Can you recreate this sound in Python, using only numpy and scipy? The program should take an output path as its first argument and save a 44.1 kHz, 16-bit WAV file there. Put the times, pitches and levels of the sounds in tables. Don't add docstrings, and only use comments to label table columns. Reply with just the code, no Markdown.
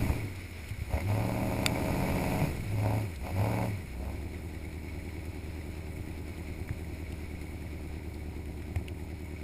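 import sys
import numpy as np
from scipy import signal
from scipy.fft import rfft, irfft, next_fast_len
from scipy.io import wavfile
from scipy.ndimage import map_coordinates

SR = 44100
rng = np.random.default_rng(int(sys.argv[2]) if len(sys.argv) > 2 else 0)


def wav_out(sig):
    wavfile.write(sys.argv[1], SR, np.round(np.clip(np.atleast_2d(sig).T, -1, 1) * 32767).astype(np.int16))


N = 415863

# time in seconds, firings per second.
FIRING_RATE = [(0.0, 119.2), (0.15, 120.7), (0.28, 97.1), (0.92, 63.4), (1.08, 99.9), (1.29, 116.2),
               (1.56, 119.8), (1.93, 133.1), (2.43, 137.7), (2.69, 103.2), (3.03, 108.8), (3.2, 59.0),
               (3.44, 109.2), (3.67, 114.8), (3.92, 60.9), (4.32, 78.7), (4.76, 77.5), (5.4, 78.4),
               (7.0, 77.5), (8.2, 75.2), (9.43, 77.0)]
# press, lift and time to open in seconds, opening from 0 to 1.
PEDAL_PUSHES = [(-.1, 0.114, 0.075, 0.75), (0.83, 0.976, .1, 0.98), (0.999, 2.448, 0.11, 0.92),
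                (2.56, 2.966, 0.29, 0.96), (3.15, 3.281, 0.12, 0.93), (3.237, 3.639, 0.15, 0.97),
                (3.857, 4.12, .17, 0.7)]
# idle lag in firings, idle level in dB, loaded lag in firings,
# loaded level in dB, valve tap level in dB. The levels are relative.
FIRING_ORDER = [(0.811, -2, 0.593, 1, 6.5), (1.043, 0.5, 0.584, 4.5, -1), (1.04, -2, 0.703, 9, 1),
                (1.073, 5, 0.547, 7.5, 10), (1.156, 3, 0.777, -3.5, 10.5), (1.06, 5, 0.784, 6, 7),
                (0.833, -3.5, 0.596, 9, -7), (1.239, -1, 0.625, 6.5, 7.5)]
# lag in firings, relative level at full load in dB.
STEEP_FRONTS = [(.9, -12), (.48, -1.5), (.64, 0), (.95, -11), (.55, -2), (.78, -5), (.32, -9), (.63, 1.5)]
# frequency in Hz, bandwidth in Hz, relative gain in dB.
TAILPIPE_MODES = [(481, 7.5, -5.5), (556.3, 4.7, 7), (629.5, 6.9, 12.5), (731, 5.3, 13), (849, 4, 11.5),
                  (941.6, 19, 3.5), (1057, 4.7, 0), (1230, 6.1, -0.5)]
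# frequency in Hz, relative level in dB.
IDLE_PIPE_SPECTRUM = [(20, 2), (35, -5), (70, -6.5), (98, 7.5), (130, -14.5), (172, -1), (230, -10),
                      (300, -3.5), (375, -6), (450, -23.5), (800, -22), (1500, -70.5)]
LOADED_PIPE_SPECTRUM = [(20, -6), (35, -10), (70, 11), (98, 12.5), (130, 1.5), (155, -14.5), (183, 9.5),
                        (212, -1.5), (250, -3.5), (283, 1), (330, -7.5), (380, -8), (480, -25.5),
                        (900, -45)]
BARK_SPECTRUM = [(250, -45.5), (420, -7), (477, 1), (514, -17), (551, 7), (594, -1.5), (640, 1),
                 (693, -0.5), (739, -2.5), (985, 1.5), (1160, -37.5), (1210, -12.5), (1500, -17),
                 (1950, -46), (3300, -120)]
JET_SPECTRUM = [(710, -21), (1200, 6.5), (1710, -8), (1920, 7.5), (2510, 12), (3180, -8.5), (5200, -1),
                (5980, -8.5), (6800, 0.5), (8700, -71), (9680, 2), (10500, -14), (11400, -0.5),
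                (14400, -11), (15500, -18)]
FAN_SPECTRUM = [(590, -15), (1000, -13.5), (1130, -12), (1530, -7.5), (1700, -11.5), (2220, 1),
                (2420, -1.5), (2770, -9.5), (2970, -12), (3160, -16), (4230, -11), (4680, -20),
                (5180, -10.5), (6010, -22), (6500, -15.5), (8450, -51), (14300, -120)]
FIZZ_SPECTRUM = [(3530, -31), (6000, -22), (6790, 4), (7410, -4.5), (7950, 2.5), (8650, -11.5), (9700, 8.5),
                 (10100, 2), (10500, -52), (11500, -0.5), (12600, -11), (13400, -5), (14500, 4.5),
                 (14800, -34), (15500, -29)]
VALVE_COVER_SPECTRUM = [(1200, -68), (1950, 3.5), (2150, 0), (2240, 11), (2350, -12.5), (2700, -13),
                        (4000, -62)]
TYRE_SPECTRUM = [(12, -9), (25, -15), (33, -17), (50, -15), (100, -18), (200, -23), (400, -29),
                 (1000, -46.5), (2500, -57.5)]
# base level at idle in dB, then the change in dB
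NOTE_LEVELS = (-40, 6.5, -3.5, -6)
THROB_LEVELS = (-41.5, 5, 5, -16)
BARK_LEVELS = (-58, 20.5, 4, -3.5)
BAY_LEVELS = (-54, 2.5, 3.5, 1)
# start in seconds, level in dB, centre in Hz,
# 60 dB decay time in seconds, relative level of the bright tick in dB.
LIGHT_KNOCKS = [(0.095, -25.5, 890, 0.017, -22), (0.358, -38, 2970, 0.017, -7),
                (0.687, -41.5, 2840, 0.04, -4), (1.0055, -40, 5000, 0.0095, 7),
                (3.159, -40, 4030, 0.02, -4), (6.376, -41, 3380, 0.011, -10),
                (6.692, -22.5, 1640, 0.008, -22), (7.123, -39, 2960, 0.019, -4.5),
                (8.142, -42, 3980, .015, -6), (8.456, -41, 2270, 0.016, -6), (8.597, -39, 2000, 0.015, -16),
                (8.621, -35, 1900, .012, -9), (8.759, -32.5, 704, 0.018, -13),
                (8.7593, -25, 2100, 0.01, -10), (8.8827, -27, 2540, 0.011, -10)]
# start in seconds, level in dB, pitch in Hz,
# 60 dB decay time in seconds.
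BODY_THUMPS = [(.098, -11.5, 73, 0.081), (.708, -25.5, 98.6, 0.18), (0.78, -24.5, 93, 0.061),
               (0.817, -12.5, 87.5, 0.031), (0.934, -13, 73.5, 0.13), (2.419, -18, 154, 0.16),
               (5.97, -37, 110, 0.23), (6.612, -29, 95, .08), (6.703, -22, 109.7, 0.11),
               (8.76, -16.5, 90, 0.09), (8.906, -28, 95, 0.062)]
# start in seconds, level in dB.
FITTING_PINGS = [(.974, -39), (1.005, -38.5)]
# frequency in Hz, relative level in dB, 60 dB decay time in seconds.
METAL_MODES = [(1450, -7.5, 0.013), (2280, -0.5, 0.01), (2600, 3, 0.006), (3600, -0.5, 0.011),
               (4550, 2.5, 0.0064), (7370, -1, 0.0068), (8500, -6.5, 0.01), (9600, -6, .007),
               (14400, -9, .007)]
# time in seconds, tyre level in dB, engine bay offset in dB.
TRACK_LEVELS = [(0, -30, 2), (.4, -44, 2), (.9, -44, 3.5), (1.4, -37.5, 1), (2.36, -32, 3.5),
                (2.8, -39.5, 0), (3.25, -44.5, 2.5), (3.8, -41.5, -0.8), (4.7, -45, 0.6), (6.5, -43, 0.2),
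                (7.4, -44.5, 0), (8.75, -43.5, -2.6), (9.43, -51, -0.5)]

IDLE_HZ = 84.2
CLOSE_S = .13
COAST_HZ_PER_S, COAST_LAG_S = 58, .09
BOOM_HZ, BOOM_WIDTH_HZ, BOOM_DB = 101.4, 11.9, 9.5
BARK_POWER = 1.84
PING_HZ, PING_T60_S = (2070, 2190), .07
STONE_S, STONE_DB = 1.6625, -13
TOP_HZ = 15300


def exhaust(crank, load, note_db, throb_db, bark_db, bay_db):
    firing = np.arange(int(crank[-1]))
    idle_lag, idle_db, loaded_lag, loaded_db, _ = np.array(FIRING_ORDER)[firing % len(FIRING_ORDER)].T
    front_lag, front_db = np.array(STEEP_FRONTS)[firing % len(STEEP_FRONTS)].T
    jitter, strength, sharpness = rng.standard_normal((len(firing), 3)).T
    angle = firing + .008 * jitter
    idle = coloured(pulses(crank, angle + idle_lag, amp(idle_db + .5 * strength)), IDLE_PIPE_SPECTRUM)
    loaded = coloured(pulses(crank, angle + loaded_lag, amp(loaded_db + strength)), LOADED_PIPE_SPECTRUM)
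    pipe = np.sqrt(1 - load) * steady(idle) + np.sqrt(load) * steady(loaded)
    note, window = np.exp(2j * np.pi * crank), np.hanning(SR // 4)
    at_firing_rate = 2 * np.real(note * signal.fftconvolve(pipe / note, window / window.sum(), "same"))
    throb = steady(pipe - at_firing_rate)
    effort = np.interp(firing, crank, load)
    fronts = pulses(crank, angle + front_lag, amp(effort * front_db + 1.7 * sharpness))
    gas = unit(puffs(fronts, life_s=.0024))
    edge = (.25 + .8 * load) * steady(coloured(fronts, BARK_SPECTRUM))
    ring = (.5 + .25 * load) * steady(ringing(fronts, TAILPIPE_MODES))
    rasp = (.55 - .3 * load) * noise(BARK_SPECTRUM, gas + .6)
    bark = steady(edge + ring + rasp)
    jet = load * noise(JET_SPECTRUM, gas + 1.5)
    return amp(note_db) * note.real + amp(throb_db) * throb + amp(bark_db) * bark + amp(bay_db - .5) * jet


def throttle():
    t = np.arange(N) / SR
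    pushes = [opening * np.clip((t - press) / rise, 0, 1) * np.exp(-np.maximum(t - lift, 0) / CLOSE_S)
              for press, lift, rise, opening in PEDAL_PUSHES]
    return np.max(pushes, axis=0)


def overrun(firing_hz, pedal):
    falling = np.clip(-np.gradient(firing_hz) * SR / COAST_HZ_PER_S, 0, 1)
    return puffs(falling, COAST_LAG_S) / (COAST_LAG_S * SR) * np.clip(1 - pedal, 0, 1)


def engine_bay(crank, load, bay_db):
    valve = np.arange(int(crank[-1]))
    jitter, hardness = rng.standard_normal((len(valve), 2)).T
    tap_db = np.array(FIRING_ORDER)[valve % len(FIRING_ORDER), -1] + 3 * hardness
    strikes = pulses(crank, valve - .12 + .062 * jitter, amp(tap_db))
    taps = unit(puffs(strikes, life_s=.0063))
    lope = np.cos(2 * np.pi * crank / len(FIRING_ORDER))
    fan = noise(FAN_SPECTRUM, 1 + .22 * taps) * amp(1.1 * wobble(22))
    chatter = noise(VALVE_COVER_SPECTRUM, taps) * amp(2 * wobble(14) + 2.3 * lope)
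    fizz = noise(FIZZ_SPECTRUM, 1 + .55 * taps) * amp(.89 * wobble(12))
    return amp(bay_db - 1.1 * load) * (amp(-1) * fan + amp(-5.5) * chatter) + amp(bay_db - 9.5) * fizz


def body():
    track, t = np.zeros(N), np.arange(SR // 4) / SR
    for start, db, centre_hz, t60, tick_db in LIGHT_KNOCKS:
        knock = burst(len(t), centre_hz, relative_width=.42)
        tick = amp(tick_db) * burst(len(t), centre_hz=7900, relative_width=1)
        add(track, start, amp(db - 60 * t / t60) * attack(t, .0014) * (knock + tick))
    for start, db, pitch_hz, t60 in BODY_THUMPS:
        add(track, start, amp(db - 60 * t / t60) * attack(t, .0039) * np.sin(2 * np.pi * pitch_hz * t))
    ping = sum(np.sin(2 * np.pi * hz * t) for hz in PING_HZ)
    for start, db in FITTING_PINGS:
        add(track, start, amp(db - 60 * t / PING_T60_S) * ping)
    return track


def stone():
    track, t = np.zeros(N), np.arange(SR // 20) / SR
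    ring = sum(amp(db - 60 * t / t60) * np.sin(2 * np.pi * hz * t) for hz, db, t60 in METAL_MODES)
    add(track, STONE_S, amp(STONE_DB) * attack(t, .0002) * ring)
    return track


def tyres(roll_db):
    return amp(roll_db) * noise(TYRE_SPECTRUM)


def amp(db):
    return 10 ** (np.asarray(db) / 20)


def unit(x):
    return x / np.sqrt(np.mean(x ** 2) + 1e-20)


def steady(x):
    window = np.hanning(SR // 3)
    power = signal.fftconvolve(x ** 2, window, "same") / signal.fftconvolve(np.ones(N), window, "same")
    return x / np.sqrt(np.abs(power) + 1e-20)


def curves(rows):
    times, *columns = np.transpose(rows)
    return [np.interp(np.arange(N) / SR, times, column) for column in columns]


def wobble(rate):
    return map_coordinates(rng.standard_normal(int(N * rate / SR) + 4), [np.arange(N) * rate / SR])


def coloured(x, spectrum, size=8192):
    hz, db = np.transpose(spectrum)
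    gain = amp(np.interp(np.log(np.fft.rfftfreq(size, 1 / SR) + 1), np.log(hz + 1), db))
    cepstrum = irfft(np.log(np.maximum(gain, 1e-6)))
    cepstrum[1:size // 2] *= 2
    cepstrum[size // 2 + 1:] = 0
    return signal.fftconvolve(x, irfft(np.exp(rfft(cepstrum))))[:N]


def noise(spectrum, gate=1):
    return unit(coloured(gate * rng.standard_normal(N), spectrum))


def burst(size, centre_hz, relative_width):
    hz = np.fft.rfftfreq(size, 1 / SR)
    band = 1j * hz * centre_hz / (centre_hz ** 2 - hz ** 2 + 1j * relative_width * hz * centre_hz)
    return unit(irfft(rfft(rng.standard_normal(size)) * band ** 2, size))


def ringing(x, modes):
    return sum(amp(db) * signal.lfilter(*signal.iirpeak(hz, hz / width, SR), x) for hz, width, db in modes)


def pulses(crank, angles, sizes):
    at = np.interp(angles, crank, np.arange(N))
    return np.bincount(np.round(at).astype(int), sizes * (at > 0) * (at < N - 1), N)


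def puffs(train, life_s):
    return signal.lfilter([1], [1, -np.exp(-1 / (life_s * SR))], train)


def attack(t, rise_s):
    return 1 - np.exp(-t / rise_s)


def add(track, start_s, sound):
    part = track[round(start_s * SR):][:len(sound)]
    part += sound[:len(part)]


def scene():
    firing_hz, = curves(FIRING_RATE)
    roll_db, bay_offset_db = curves(TRACK_LEVELS)
    crank = np.cumsum(firing_hz) / SR
    pedal = throttle()
    octaves, coast = np.log2(firing_hz / IDLE_HZ), overrun(firing_hz, pedal)
    level = lambda law, drive: law[0] + law[1] * drive + law[2] * octaves + law[3] * coast
    boom_db = BOOM_DB * np.exp(-((firing_hz - BOOM_HZ) / BOOM_WIDTH_HZ) ** 2)
    note_db = level(NOTE_LEVELS, pedal) + boom_db
    throb_db = level(THROB_LEVELS, pedal)
    bark_db = level(BARK_LEVELS, pedal ** BARK_POWER)
    bay_db = level(BAY_LEVELS, pedal) + bay_offset_db
    load = np.clip((bark_db + 54.5) / 9, 0, 1)
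    engine = exhaust(crank, load, note_db, throb_db, bark_db, bay_db) + engine_bay(crank, load, bay_db)
    return (engine + tyres(roll_db) + body() + stone())[None]


def record(dry):
    size = next_fast_len(N + SR // 2)
    hz = np.fft.rfftfreq(size, 1 / SR)
    low_cut = hz ** 2 / (hz ** 2 + 12 ** 2)
    notch = amp(-9 * np.exp(-((hz - 6020) / 520) ** 2))
    return irfft(rfft(dry, size) * notch * low_cut * (hz < TOP_HZ), size)[..., :N]


dry = scene()
out = record(dry)
wav_out(out)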